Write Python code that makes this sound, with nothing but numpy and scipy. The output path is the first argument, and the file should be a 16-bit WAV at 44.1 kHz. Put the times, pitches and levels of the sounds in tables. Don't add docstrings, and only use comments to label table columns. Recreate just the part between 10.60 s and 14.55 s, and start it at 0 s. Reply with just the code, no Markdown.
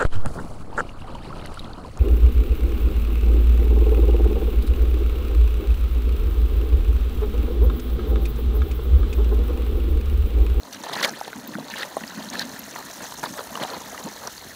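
import sys
import numpy as np
from scipy import signal
from scipy.fft import rfft, irfft
from scipy.io import wavfile

SR = 44100
rng = np.random.default_rng(int(sys.argv[2]) if len(sys.argv) > 2 else 0)


def master_out(mix):
    frames = np.transpose(np.atleast_2d(mix))
    ceiling = np.clip(frames, -1, 1)
    pcm = np.round(ceiling * 32767).astype(np.int16)
    wavfile.write(sys.argv[1], SR, pcm)


def attenuation_scalar(level_db):
    decades = np.asarray(level_db, float) / 20
    return 10 ** decades


N = 174195


def rms_one(x):
    return x / np.sqrt(np.mean(x ** 2) + 1e-20)


def in_time(rows):
    s, *columns = np.transpose(rows)
    return [np.interp(np.arange(N) / SR, s, c) for c in columns]


def at_hz(points, hz):
    points = np.array(points)
    return np.interp(np.log(hz), np.log(points[:, 0]), points[:, 1])


def drift(rate_hz):
    r = np.exp(-2 * np.pi * rate_hz / SR)
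    wander = signal.lfilter([1], [1, -2 * r, r * r], rng.standard_normal(N + SR))
    return rms_one(wander[SR:])


def ring(clicks, hz, t60_s):
    r = attenuation_scalar(-60 / (t60_s * SR))
    w = 2 * np.pi * min(hz, SR / 2.2) / SR
    return signal.lfilter([0, np.sin(w)], [1, -2 * r * np.cos(w), r * r], clicks + 1e-18)


def soften(x, contact_s):
    r = np.exp(-1 / (contact_s * SR))
    return signal.lfilter([(1 - r) ** 2], [1, -2 * r, r * r], x)


def add(out, start_s, piece):
    i = int(start_s * SR)
    out[i:i + len(piece)] += piece[:len(out) - i]


def grains(colour, shared, per_s, spread_db, cycles, clump_db, clump_hz, count, size):
    sizes = attenuation_scalar(spread_db * np.minimum(rng.exponential(1, N), 4)) * rng.choice([-1, 1], N)
    clumping = .7 * shared + .7 * drift(clump_hz)
    born = rng.random(N) < per_s * attenuation_scalar(clump_db * clumping) / SR
    pitches_hz = np.geomspace(colour[0][0], colour[-1][0], count)
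    dealt = rng.integers(0, count, N)
    out = np.zeros(N)
    for k, hz in enumerate(pitches_hz):
        clicks = sizes * born * (abs(dealt - k) <= size) * rng.normal(0, 1, N)
        tone = rms_one(ring(clicks, hz, cycles / hz))
        out += attenuation_scalar(at_hz(colour, hz)) * tone * np.sqrt(hz)
    return rms_one(out)


def bursts(rows, t60_s, bits_s, snap_db, snap_hz):
    snap_s, snap_contact_s = .0007, .00002
    out = np.zeros(N)
    draws = rng.random((len(rows), 3, 6))
    highpass = signal.butter(1, snap_hz, "high", fs=SR)
    puffs = rng.standard_normal((len(rows), 300)) * np.exp(-np.arange(300) / (snap_s * SR))
    for (start_s, peak_db, hz), (when, size, detune), puff in zip(rows, draws, puffs):
        clicks = np.zeros(SR // 10)
        later_s = -np.log(1 - .95 * when) * bits_s * (np.arange(6) > 0)
        heights = np.where(later_s > 0, (2 * size - 1) * 0.69, 1)
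        np.add.at(clicks, (later_s * SR).astype(int), heights)
        body = ring(clicks, hz, t60_s)
        body += 0.22 * ring(clicks, hz * (1.25 + 0.29 * detune[0]), 1.35 * t60_s)
        body -= 0.25 * ring(clicks, hz * (0.73 + 0.12 * detune[1]), 0.79 * t60_s)
        snap = soften(signal.lfilter(puff, [1], clicks), snap_contact_s)
        snap = signal.lfilter(*highpass, snap)
        piece = body / np.abs(body).max() + attenuation_scalar(snap_db) * snap
        add(out, start_s, attenuation_scalar(peak_db) * piece)
    return out


def level(curve, efforts, release_s, column, below_db=0):
    attack_s = 0.0035
    t = np.arange(N) / SR
    power = attenuation_scalar(2 * in_time(curve)[0])
    for row in efforts:
        start_s, length_s = row[:2]
        rise = np.clip((t - start_s) / attack_s, 0, 1)
        fade = np.exp(-np.maximum(t - start_s - length_s, 0) / release_s)
        power = power + (attenuation_scalar(row[column] + below_db) * rise * fade) ** 2
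    return np.sqrt(power)


# (relative, per Hz)
AIR_COLOUR = [(25, -31), (55, -2.5), (250, -6.5), (850, -9.5), (1710, -14.5), (2630, -25), (4150, -9),
              (4870, -18.5), (6210, -11), (8350, -20), (15500, -17)]
# time_s, level_db
AIR_LEVEL = [(0, -51.5), (1, -50.5), (1.3, -47.5), (3.95, -45.5)]


def air():
    hz = np.maximum(np.fft.rfftfreq(N, 1 / SR), 1)
    spectrum = rfft(rng.standard_normal(N)) * attenuation_scalar(at_hz(AIR_COLOUR, hz))
    return attenuation_scalar(in_time(AIR_LEVEL)[0]) * rms_one(irfft(spectrum, N))


# time_s, pitch_hz, level_db
WHISTLE_GLIDES = [(2.45, 8300, -62), (2.57, 8950, -62), (2.63, 9850, -57), (2.65, 9900, -80),
                  (2.675, 8600, -58), (2.72, 8050, -57), (2.765, 8040, -51), (2.81, 8000, -66)]


def whistle():
    pitch_hz, level_db = in_time(WHISTLE_GLIDES)
    t = np.arange(N) / SR
    on = (t > WHISTLE_GLIDES[0][0]) & (t < WHISTLE_GLIDES[-1][0])
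    sine = np.sin(2 * np.pi * np.cumsum(pitch_hz) / SR) * np.sqrt(2)
    return on * attenuation_scalar(level_db + 2.5 * drift(40)) * sine


# pitch_hz, level_db (relative), t60_s
TUB_MODES = [(665, 16, 0.036), (803, 16.5, 0.034), (1060, 15, 0.038)]


def knock():
    start_s, peak_db, contact_s = 1.3683, -11, .0002
    out = np.zeros(N)
    blow = soften(np.eye(1, SR // 5)[0], contact_s)
    rings = sum(attenuation_scalar(db) * ring(blow, hz, t60_s) for hz, db, t60_s in TUB_MODES)
    rings = signal.lfilter(*signal.butter(2, 350, "high", fs=SR), rings)
    add(out, start_s, attenuation_scalar(peak_db) * rings / np.abs(rings).max())
    return out


# time_s, level_db
RUB_LEVEL = [(0, -48.5), (.5, -55), (.65, -52), (.9, -40.5), (1.3, -50), (1.7, -41.5), (2.55, -51.5),
             (3.1, -44), (3.95, -59.5)]
# freq_hz, density_db (relative)
RUB_COLOUR = [(170, -10), (205, -2.5), (260, -0.5), (340, -7)]
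# start_s, length_s, level_db
SHOVES = [(0.148,0.071,-41), (0.3,0.25,-41.5), (0.754,0.022,-31.5), (0.951,0.078,-37), (1.409,0.038,-41),
          (1.567,0.038,-33), (1.803,0.086,-37.5), (2.41,0.027,-41.5), (2.616,0.063,-44), (2.67,0.055,-43),
          (3.008,0.026,-34.5), (3.444,0.051,-35.5), (3.849,0.017,-37.5)]


def rub(jaw):
    rubbing = grains(RUB_COLOUR, jaw, per_s=470, spread_db=2.0, cycles=25.0,
                     clump_db=1.0, clump_hz=12, count=7, size=1)
    rubbing = rms_one(soften(rubbing, contact_s=0.00045))
    return level(RUB_LEVEL, SHOVES, release_s=0.012, column=2) * rubbing


# time_s, level_db
RATTLE_LEVEL = [(0, -54), (.5, -46), (1.05, -53), (1.12, -48), (1.6, -48.5), (2.6, -43.5), (3.95, -48)]
# freq_hz, density_db (relative)
RATTLE_COLOUR = [(4900, -10), (5600, -4), (6700, -1), (7500, -11.5), (10000, -11), (15500, -14)]
# start_s, length_s, grind_db, crush_db
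BITES = [(0.122,0.047,-52,-42), (.227,0.12,-39,-41.5), (0.326,0.11,-32.5,-32), (0.427,0.027,-27,-23),
         (0.449,0.049,-34,-37.5), (1.097,0.064,-49,-39.5), (1.161,0.072,-40,-33.5), (1.568,0.041,-39,-45),
         (1.725,0.051,-44,-38), (1.783,0.046,-38,-34), (2.12,.11,-40,-47.5), (2.266,0.045,-40.5,-41.5),
         (2.4,0.069,-42.5,-43), (2.627,0.045,-36.5,-36.5), (2.77,0.041,-35,-42), (2.992,0.062,-34.5,-37.5),
         (3.075,0.099,-36.5,-42.5), (3.323,0.11,-40.5,-53), (3.449,0.032,-39,-48), (3.607,0.094,-41,-54)]
BITE_RELEASE_S = 0.0063


def rattle(jaw):
    stirred = level(RATTLE_LEVEL, BITES, BITE_RELEASE_S, column=3, below_db=-10.5)
    return stirred * grains(RATTLE_COLOUR, jaw, per_s=1400, spread_db=3.0, cycles=50,
                            clump_db=4.5, clump_hz=70.3, count=14, size=3)


# start_s, peak_db (of the ringing), pitch_hz
TICKS_AND_KNOCK_CLICK = [(.0334,-29,4230), (.128,-27,6000), (.1452,-26.5,5760), (.2365,-26,6570),
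                         (.3343,-20.5,3700), (.428,-14.5,5570), (.4462,-8.5,3300), (.4935,-20,6040),
                         (.605,-27,5540), (.875,-25.5,14700), (1.1015,-27.5,6370), (1.2235,-22,3600),
                         (1.3685,-28.5,9000), (1.478,-24,5100), (1.6883,-24,4070), (1.701,-22,6370),
                         (1.7945,-11.5,4200), (1.8529,-28,6300), (1.8933,-27,6180), (1.9922,-21.5,12100),
                         (2.5232,-25.5,4050), (2.955,-22.5,2940), (3.0365,-16,3620), (3.1017,-24.5,4270),
                         (3.4395,-27.5,6850), (3.6726,-19.5,5800), (3.7798,-25.5,4500)]


def ticks_and_knock_click():
    return bursts(TICKS_AND_KNOCK_CLICK, t60_s=0.0076, bits_s=0.0013, snap_db=-8.5, snap_hz=7200)


# start_s, peak_db (of the ringing), pitch_hz
CRACKS_AND_BUMP = [(.054,-31,990), (.238,-27,940), (0.2964,-21,885), (.366,-19.5,900), (.397,-19,1720),
                   (.4131,-18,1060), (0.43,-14,2050), (.446,-11.5,2260), (0.6126,-18.5,867),
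                   (0.6791,-20,766), (.7305,-22.5,1505), (0.9527,-20.5,1500), (0.985,-21,616),
                   (.9385,-28,1760), (1.139,-22,1800), (1.179,-26,1850), (1.231,-18,1930),
                   (1.437,-23.5,1890), (1.7355,-25.5,1280), (1.7435,-26,1690), (1.7535,-21,1710),
                   (1.817,-23.5,1580), (2.1613,-20,1280), (2.522,-25,1010), (2.632,-21,700),
                   (2.6381,-14.5,995), (2.6605,-23,1100), (2.9542,-18,1190), (2.9741,-20.5,1060),
                   (3.014,-22,340), (3.033,-19,950), (3.3776,-25,2030), (3.676,-22,920)]


def cracks_and_bump():
    return bursts(CRACKS_AND_BUMP, t60_s=0.013, bits_s=0.000997, snap_db=-9.5, snap_hz=1500)


# time_s, level_db
CRUSH_LEVEL = [(0, -53.5), (.55, -40.5), (.8, -48.5), (1.05, -46.5), (1.5, -43.5), (2.75, -46.5),
               (3.2, -44.5), (3.95, -47.5)]
# freq_hz, density_db (relative)
CRUSH_COLOUR = [(1300, -5), (1800, 1.5), (2300, -10), (3000, -7.5), (3600, -6.5), (4250, -2.5), (5000, -15)]


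def crush(jaw):
    pressed = level(CRUSH_LEVEL, BITES, BITE_RELEASE_S, column=3)
    return pressed * grains(CRUSH_COLOUR, jaw, per_s=1500, spread_db=3.0, cycles=68,
                            clump_db=1.5, clump_hz=38.3, count=18, size=2)


# time_s, level_db
GRIND_LEVEL = [(0, -48.5), (.55, -42), (.8, -46.5), (1.1, -42), (2.5, -47.5), (3, -40), (3.68, -47.5),
               (3.72, -53), (3.95, -48.5)]
# freq_hz, density_db (relative)
GRIND_COLOUR = [(400, -3), (620, 1.5), (780, -2), (930, 3), (1120, -3.5), (1350, -5)]


def grind(jaw):
    pressed = level(GRIND_LEVEL, BITES, BITE_RELEASE_S, column=2)
    return pressed * grains(GRIND_COLOUR, jaw, per_s=900, spread_db=2.0, cycles=21.3,
                            clump_db=3.0, clump_hz=29.37, count=14, size=1)


def scene():
    jaw = drift(35)
    near = rub(jaw) + rattle(jaw) + crush(jaw) + grind(jaw)
    near = near + knock() + ticks_and_knock_click() + cracks_and_bump()
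    bass_cut = signal.butter(3, 131, "high", fs=SR, output="sos")
    near = signal.sosfilt(bass_cut, near)
    return (air() + whistle() + near)[None]


def band_limit(x):
    return signal.sosfilt(signal.butter(12, 16850, fs=SR, output="sos"), x)


def record(dry):
    top_cut = signal.cheby2(14, 30, 15850, fs=SR, output="sos")
    mix = signal.sosfilt(top_cut, dry)
    return band_limit(mix)


dry = scene()
out = record(dry)
master_out(out)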